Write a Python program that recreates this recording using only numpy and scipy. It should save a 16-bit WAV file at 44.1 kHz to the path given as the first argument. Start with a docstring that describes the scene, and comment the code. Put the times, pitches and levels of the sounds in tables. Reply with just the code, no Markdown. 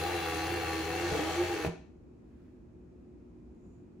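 """A small motor hums, whines and rattles close by, drawing a cassette tray shut in a quiet room.
Its tones are harmonics of the shaft rotation; gear tooth impacts excite resonances of the plastic case.
The tray rubs in its rails, bumps on the way and thuds home, ringing in damped modes.
The motor stops, leaving mains hum, a thin transformer buzz, room rumble and two faint rustles."""
import sys
import numpy as np
from scipy import signal
from scipy.fft import rfft, irfft, next_fast_len
from scipy.io import wavfile
from scipy.ndimage import map_coordinates

SR = 44100
rng = np.random.default_rng(int(sys.argv[2]) if len(sys.argv) > 2 else 0)


def store_pcm(level_fs):
    """Save levels as 16-bit WAV."""
    pcm = np.round(np.clip(level_fs, -1, 1) * 32767).astype(np.int16)
    wavfile.write(sys.argv[1], SR, np.atleast_2d(pcm).T)


N = 176400
LEAD = SR // 4  # samples before time zero: the motor is already running
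T = np.arange(-LEAD, N) / SR

# likeness of left and right for nearby noises: (frequency [Hz], correlation [1])
NEAR_CORRELATION = [(60, 0.78), (150, 1), (380, 1), (950, 1), (2380, 0.11), (5980, 0.097), (15000, 0.26)]


def amp(db):
    """Decibels to amplitude ratio."""
    return 10 ** (np.asarray(db) / 20)


def unit(x):
    """Normalisation to rms 1."""
    return x / np.sqrt(np.mean(x ** 2) + 1e-20)


def along(points, hz):
    """Interpolation of (frequency [Hz], value) points on a logarithmic axis."""
    f, v = np.transpose(points)
    return np.interp(np.log(hz + 1), np.log(f + 1), v)


def curves(rows):
    """Linear interpolation in time: one curve for each column after the first."""
    times, *columns = np.transpose(rows)
    return [np.interp(T, times, column) for column in columns]


def wobble(rate):
    """Smooth random modulation: a spline through `rate` Gaussian knots a second."""
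    knots = rng.standard_normal(4096)
    return map_coordinates(knots, [(T - T[0]) * rate], mode="wrap")


def filtered(x, response):
    """Linear filtering: the spectrum of x times a frequency response."""
    size = next_fast_len(len(T) + SR // 2)
    return irfft(rfft(x, size) * response(np.fft.rfftfreq(size, 1 / SR)), size)[..., :len(T)]


def coloured(x, spectrum):
    """Broad spectral shaping, at rms 1."""
    return unit(filtered(x, lambda hz: amp(along(spectrum, hz))))


def resonate(x, peaks):
    """Forced response of second-order resonators in parallel, at rms 1."""
    return unit(filtered(x, lambda f: sum(
        amp(db) * 1j * f * width / (hz * hz - f * f + 1j * f * width) for hz, width, db in peaks)))


def swells(x, rows):
    """Resonances that each rise and fall under a Gaussian envelope."""
    return sum(amp(db) * np.exp(-((T - peak_s) / half_s) ** 2) * resonate(x, [(hz, width, 0)])
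               for hz, width, db, peak_s, half_s in rows)


def noise(correlation):
    """Partly coherent white stereo noise: the mid-to-side ratio sets the correlation."""
    def weights(hz):
        angle = np.arccos(np.clip(along(correlation, hz), -.99, .99)) / 2
        return np.array([np.cos(angle), np.sin(angle)])
    mid, side = filtered(rng.standard_normal((2, len(T))), weights)
    return np.array([mid + side, mid - side])


def room(x):
    """Reverberation: convolution with a diffuse tail that decays exponentially in each band."""
    # room decay: (frequency [Hz], T60 [s])
    decay = [(100, 0.47), (500, 0.38), (2500, 0.44), (7000, 0.45), (14000, 0.15)]
    hz, t, bands = signal.stft(rng.standard_normal((2, SR // 2)), SR, nperseg=256)
    tail = signal.istft(bands * amp(-60 * t / along(decay, hz)[:, None]), SR, nperseg=256)[1]
    tail = tail + 0.28 * tail[::-1]  # left and right share some reflections
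    wet = signal.fftconvolve(x, tail / np.linalg.norm(tail[0]), axes=1)[:, :len(T)]
    return filtered(wet, lambda hz: amp(along([(150, 3.0), (500, 5.25), (1500, 0.58)], hz)))


def background():
    """Broadband room rumble under the line spectrum of mains hum, which grows after the motor stops."""
    # rumble spectrum: (frequency [Hz], relative density [dB])
    spectrum = [(25, -17), (42, -6.5), (60, 2), (135, -9.5), (240, -3.5), (450, -13.5), (540, -20.5),
                (1900, -39.5), (2500, -42), (3300, -48.5), (6900, -50.5), (15000, -69)]
    # hum lines: (frequency [Hz], level at a rise gain of 0 dB [dB])
    lines = [(59.6, -76), (119.5, -69.5), (174, -67), (241, -65), (273.5, -70), (313, -66), (358, -62),
             (365, -67.5)]
    # rise of the hum: (time [s], gain [dB])
    rise = [(2, -4.5), (3.1, 0.5), (4, -0.5)]
    rise_db, = curves(rise)
    rumble_gain = amp(-54 + 0.1 * rise_db + 0.4 * wobble(2.6))
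    air = noise([(100, 0.97), (400, 0.2), (1200, 0.077), (5000, 0.06)])
    hum = sum(amp(db + wobble(3.58)) * np.sin(2 * np.pi * (hz * T + rng.random()) + 0.8 * wobble(8.1))
              for hz, db in lines)
    return rumble_gain * coloured(air, spectrum) + amp(rise_db) * np.sqrt(2) * hum


def transformer_buzz(pulse_hz=59.45, level_db=-90):
    """Periodic excitation: a pulse train drives the transformer's resonances, heard through the room."""
    # core resonances: (frequency [Hz], bandwidth [Hz], relative level [dB])
    core = [(2510, 160, -3.5), (6750, 130, -9.5)]
    pulses = np.diff(np.floor(pulse_hz * T), prepend=np.floor(pulse_hz * T[0]))
    return amp(level_db) * unit(room(resonate(pulses, core)[None]))


def rustles():
    """Amplitude-modulated band noise: two faint handling rustles."""
    # rustle bands: (frequency [Hz], bandwidth [Hz], level [dB], peak time [s], half length [s])
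    bands = [(1600, 810, -80, 2.42, 0.19), (6970, 270, -83.5, 3.7, 0.13)]
    return swells(noise(NEAR_CORRELATION), bands)


def ring(modes, t, attack_s, scatter_db=1.5):
    """Free vibration: damped modes in a slightly different mix at every blow."""
    ringing = sum(amp(db + rng.normal(0, scatter_db) - 60 * t / t60) * np.sin(2 * np.pi * hz * t)
                  for hz, db, t60 in modes)
    return ringing * (1 - np.exp(-t / attack_s))


def tray_knocks():
    """Impact excitation: at the guides and the stop, the plastic tray clacks and the chassis thuds."""
    # impacts: (time [s], relative clack level [dB], relative thud level [dB])
    impacts = [(1.12, -27, -27), (1.193, -24, -55), (1.221, -35, -50), (1.648, -19, -42),
               (1.662, -45, -28.5), (1.675, -38, -26.5), (1.686, -37.5, -29)]
    # modes of tray and chassis: (frequency [Hz], relative level [dB], T60 [s])
    tray_modes = [(366, -2, 0.041), (461, -5, 0.042), (630, -1, 0.027), (735, -4.5, 0.02),
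                  (1380, -10, 0.018), (2500, -7, 0.016)]
    chassis_modes = [(32.8, -8, .22), (77, 1, 0.064), (134, 6, 0.071), (167, -1, 0.24)]
    clacks, thuds = np.zeros((2, len(T)))
    t = np.arange(SR // 2) / SR
    for time_s, clack_db, thud_db in impacts:
        start = LEAD + round(time_s * SR)
        clacks[start:start + len(t)] += amp(clack_db - 6.5) * ring(tray_modes, t, attack_s=0.00021)
        thuds[start:start + len(t)] += amp(thud_db - 9.5) * ring(chassis_modes, t, attack_s=0.00053)
    return clacks, thuds


def partials(turns, orders, rough_rad, flutter_db):
    """Harmonics of the shaft rotation, each randomly modulated in level and phase."""
    tones = 0
    for order, db in orders:
        gain = amp(db + flutter_db * wobble(25.38))
        phase = 2 * np.pi * (round(order) * turns + rng.random()) + rough_rad * wobble(60)
        tones += gain * np.sin(phase)
    return np.sqrt(2) * tones


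def chatter(turns, swing_db, spiky_db, locked_db):
    """Cyclostationary noise: tooth contacts bunch once a turn, and part of their pattern repeats."""
    steps, lowest_order = 512, 16  # tooth pattern of one turn
    orders = np.arange(steps // 2 + 1)
    pattern = unit(irfft((orders >= lowest_order) * np.exp(2j * np.pi * rng.random(len(orders)))))
    position = (turns + 0.002 * wobble(80)) % 1 * steps
    locked = map_coordinates(pattern, [position], mode="grid-wrap")
    contacts = noise(NEAR_CORRELATION) + amp(locked_db) * locked
    return unit(contacts * amp(swing_db * np.cos(2 * np.pi * turns) + spiky_db * wobble(1500)))


def singing_panel(turns):
    """Forced vibration: the meshing gears make a case panel sing near 800 Hz."""
    # panel envelope: (time [s], relative level [dB])
    envelope = [(0, -40), (.1, -33.5), (.3, -39.5), (.38, -39), (.45, -35), (.54, -40.5), (.65, -35),
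                (.8, -40.5), (1, -38.5), (1.06, -36), (1.35, -40.5), (1.42, -32.5), (1.58, -45)]
    # mesh tones: (shaft order [1], relative level [dB])
    orders = [(9, 3), (10, -1.5), (14, -3)]
    # panel resonances: (frequency [Hz], bandwidth [Hz], relative level [dB])
    modes = [(757, 26, -2), (809, 24, 0), (1146, 30, -7)]
    sing_db, = curves(envelope)
    tones = partials(turns, orders, rough_rad=.6, flutter_db=0.5)
    teeth = amp(21.5) * chatter(turns, swing_db=3.5, spiky_db=2.0, locked_db=-10)
    return amp(sing_db - 5.5) * resonate(tones + teeth, modes)


def rails(turns, rack_db=-51):
    """Sliding friction and the tones of the tray's rack excite the same rail resonances."""
    # rubbing of the tray: (time [s], level [dB])
    friction = [(0, -48), (.22, -49.5), (1.02, -49), (1.19, -38.5), (1.32, -50), (1.64, -48)]
    # rack tones: (shaft order [1], relative level [dB])
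    orders = [(5, 0.5), (6, -1.5)]
    # rail resonances: (frequency [Hz], bandwidth [Hz], relative level [dB])
    modes = [(335, 45, -3), (408, 20, -5), (440, 24, -3), (478, 18, 0), (700, 40, -9)]
    rub_db, = curves(friction)
    rack = partials(turns, orders, rough_rad=.6, flutter_db=4.5)
    return amp(rack_db) * resonate(rack, modes) + amp(rub_db) * resonate(noise(NEAR_CORRELATION), modes)


def bay(turns):
    """Time-varying resonance: driven by the teeth, modes of the bay come and go as the tray slides in."""
    # bay resonances: (frequency [Hz], bandwidth [Hz], level [dB], peak time [s], half length [s])
    modes = [(626.5, 29, -49.5, 1.31, 0.25), (2626, 29, -51, 0.85, 1.3), (2733, 42, -51.5, 0.33, 0.98),
             (3120, 260, -52.5, 1.28, 0.17), (3257, 88, -56, 0.64, 1.03), (3430, 71, -54, 0.17, 0.54),
             (3946, 90, -52.5, 0.09, 0.37), (4156, 52, -54.5, .7, .3), (4450, 38, -56.5, 0.44, 0.24),
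             (5560, 1400, -65, 1.2, 0.036)]
    return swells(chatter(turns, swing_db=0.5, spiky_db=5.0, locked_db=3.5), modes)


def gear_rattle(turns, shielding_db_per_s=4):
    """Broadband impact noise: teeth ring the case, clatter, tick and sizzle."""
    # rattle envelopes: (time [s], clatter level [dB], ticking level [dB])
    envelopes = [(0, -43.5, -49.5), (.45, -43, -50.5), (.92, -44, -50.5), (1.12, -42.5, -46),
                 (1.21, -42.5, -48), (1.36, -43, -50.5), (1.56, -43.5, -49), (1.64, -44.5, -53.5)]
    # case and sizzle resonances: (frequency [Hz], bandwidth [Hz], relative level [dB])
    case_modes = [(976, 20, 3.5), (1296, 105, -6.5), (1647, 14, 5), (1805, 67, 3.5), (2248, 26, 5)]
    sizzle_modes = [(10920, 390, 0), (14900, 450, -2.3)]
    # tooth noise spectra: (frequency [Hz], relative density [dB])
    clatter_spectrum = [(30, -23), (60, -1.5), (130, 7), (210, -17), (340, 7), (560, -8), (950, -2),
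                        (1400, 0), (2300, -3.5), (2850, -6), (3700, -14), (16000, -59)]
    tick_spectrum = [(500, -39), (2500, -11), (4300, 8.5), (5000, -0.5), (6100, 4.5), (7800, -3),
                     (16000, -37.5)]
    rattle_db, tick_db = curves(envelopes)
    even_teeth = chatter(turns, swing_db=-0.5, spiky_db=2.0, locked_db=-4)
    bunched_teeth = chatter(turns, swing_db=3.5, spiky_db=2.0, locked_db=-1.5)
    tips = chatter(turns, swing_db=1.5, spiky_db=2.8, locked_db=-6)
    case = amp(rattle_db - 4.5) * resonate(even_teeth, case_modes)
    clatter = amp(rattle_db) * coloured(bunched_teeth, clatter_spectrum)
    ticking = amp(tick_db + 1.3 * wobble(12.05)) * coloured(tips, tick_spectrum)
    sizzle = amp(-53 - shielding_db_per_s * T) * resonate(tips, sizzle_modes)  # the tray shields it
    return case + clatter + ticking + sizzle


def hum_and_whine(turns):
    """Rotational harmonics: the shaft hums at orders one and two, the gears whine at order four."""
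    # tone envelopes: (time [s], gain [dB])
    hum_envelope = [(0, -45), (.9, -46), (1.12, -45), (1.22, -48.5), (1.46, -46), (1.56, -56)]
    whine_envelope = [(0, -42), (.07, -39), (.13, -42.5), (.2, -39.5), (.3, -42.5), (.37, -39), (.45, -44),
                      (.53, -38), (.66, -43.5), (.8, -41), (.88, -44.5), (.94, -38), (1.12, -38.5),
                      (1.18, -47), (1.31, -39), (1.36, -43), (1.42, -36), (1.54, -36), (1.6, -48)]
    # shaft and gear tones: (shaft order [1], relative level [dB])
    hum_orders = [(1, 1), (2, -8)]
    whine_orders = [(4, 0.6)]
    hum_db, = curves(hum_envelope)
    whine_db, = curves(whine_envelope)
    hum = amp(hum_db) * partials(turns, hum_orders, rough_rad=0.12, flutter_db=1.3)
    whine = amp(whine_db) * partials(turns, whine_orders, rough_rad=.19, flutter_db=3.5)
    return hum + whine


def motor(stop_s=1.672, coast_t60_s=0.05):
    """Phase locking: tones and rattle follow one shaft and decay together at power off."""
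    # shaft speed, sagging under load: (time [s], speed [turns/s])
    shaft_speed = [(0, 79), (.1, 88.6), (.25, 82.3), (.45, 81.8), (.54, 86.7), (.63, 82.3), (.88, 81),
                   (.98, 85.8), (1.14, 87), (1.22, 77), (1.3, 83), (1.45, 89), (1.55, 85), (1.64, 77.5)]
    speed, = curves(shaft_speed)
    turns = np.cumsum(speed) / SR
    tones = hum_and_whine(turns)
    rattle = singing_panel(turns) + rails(turns) + bay(turns) + gear_rattle(turns)
    running = amp(-60 * np.maximum(T - stop_s, 0) / coast_t60_s)
    return running * tones, running * rattle


def scene(room_send_db=-6.5):
    """Superposition in a small room; a level difference places the mechanism a little to the left."""
    # stereo balance: (frequency [Hz], left over right [dB])
    balance = [(60, -0.5), (130, -2.5), (290, -2.5), (640, 3.5), (1410, 1), (3100, 4.5), (6820, 1.0),
               (15000, -0.5)]
    tones, rattle = motor()
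    clacks, thuds = tray_knocks()
    reverb = amp(room_send_db) * room(rattle + clacks)  # low tones and thuds stay dry
    machine = tones + rattle + clacks + thuds + reverb
    placed = filtered(machine, lambda hz: amp(along(balance, hz) * np.array([[.5], [-.5]])))
    return (placed + background() + transformer_buzz() + rustles())[:, LEAD:]


def record(dry):
    """Band limiting: a second-order roll-off of the deepest bass and a sharp cut of the top treble."""
    low_cut_hz, top_hz = 34, 15800
    return filtered(dry, lambda hz: (hz < top_hz) * hz ** 2 / np.hypot(hz ** 2, low_cut_hz ** 2))[:, :N]


dry = scene()
out = record(dry)
store_pcm(out)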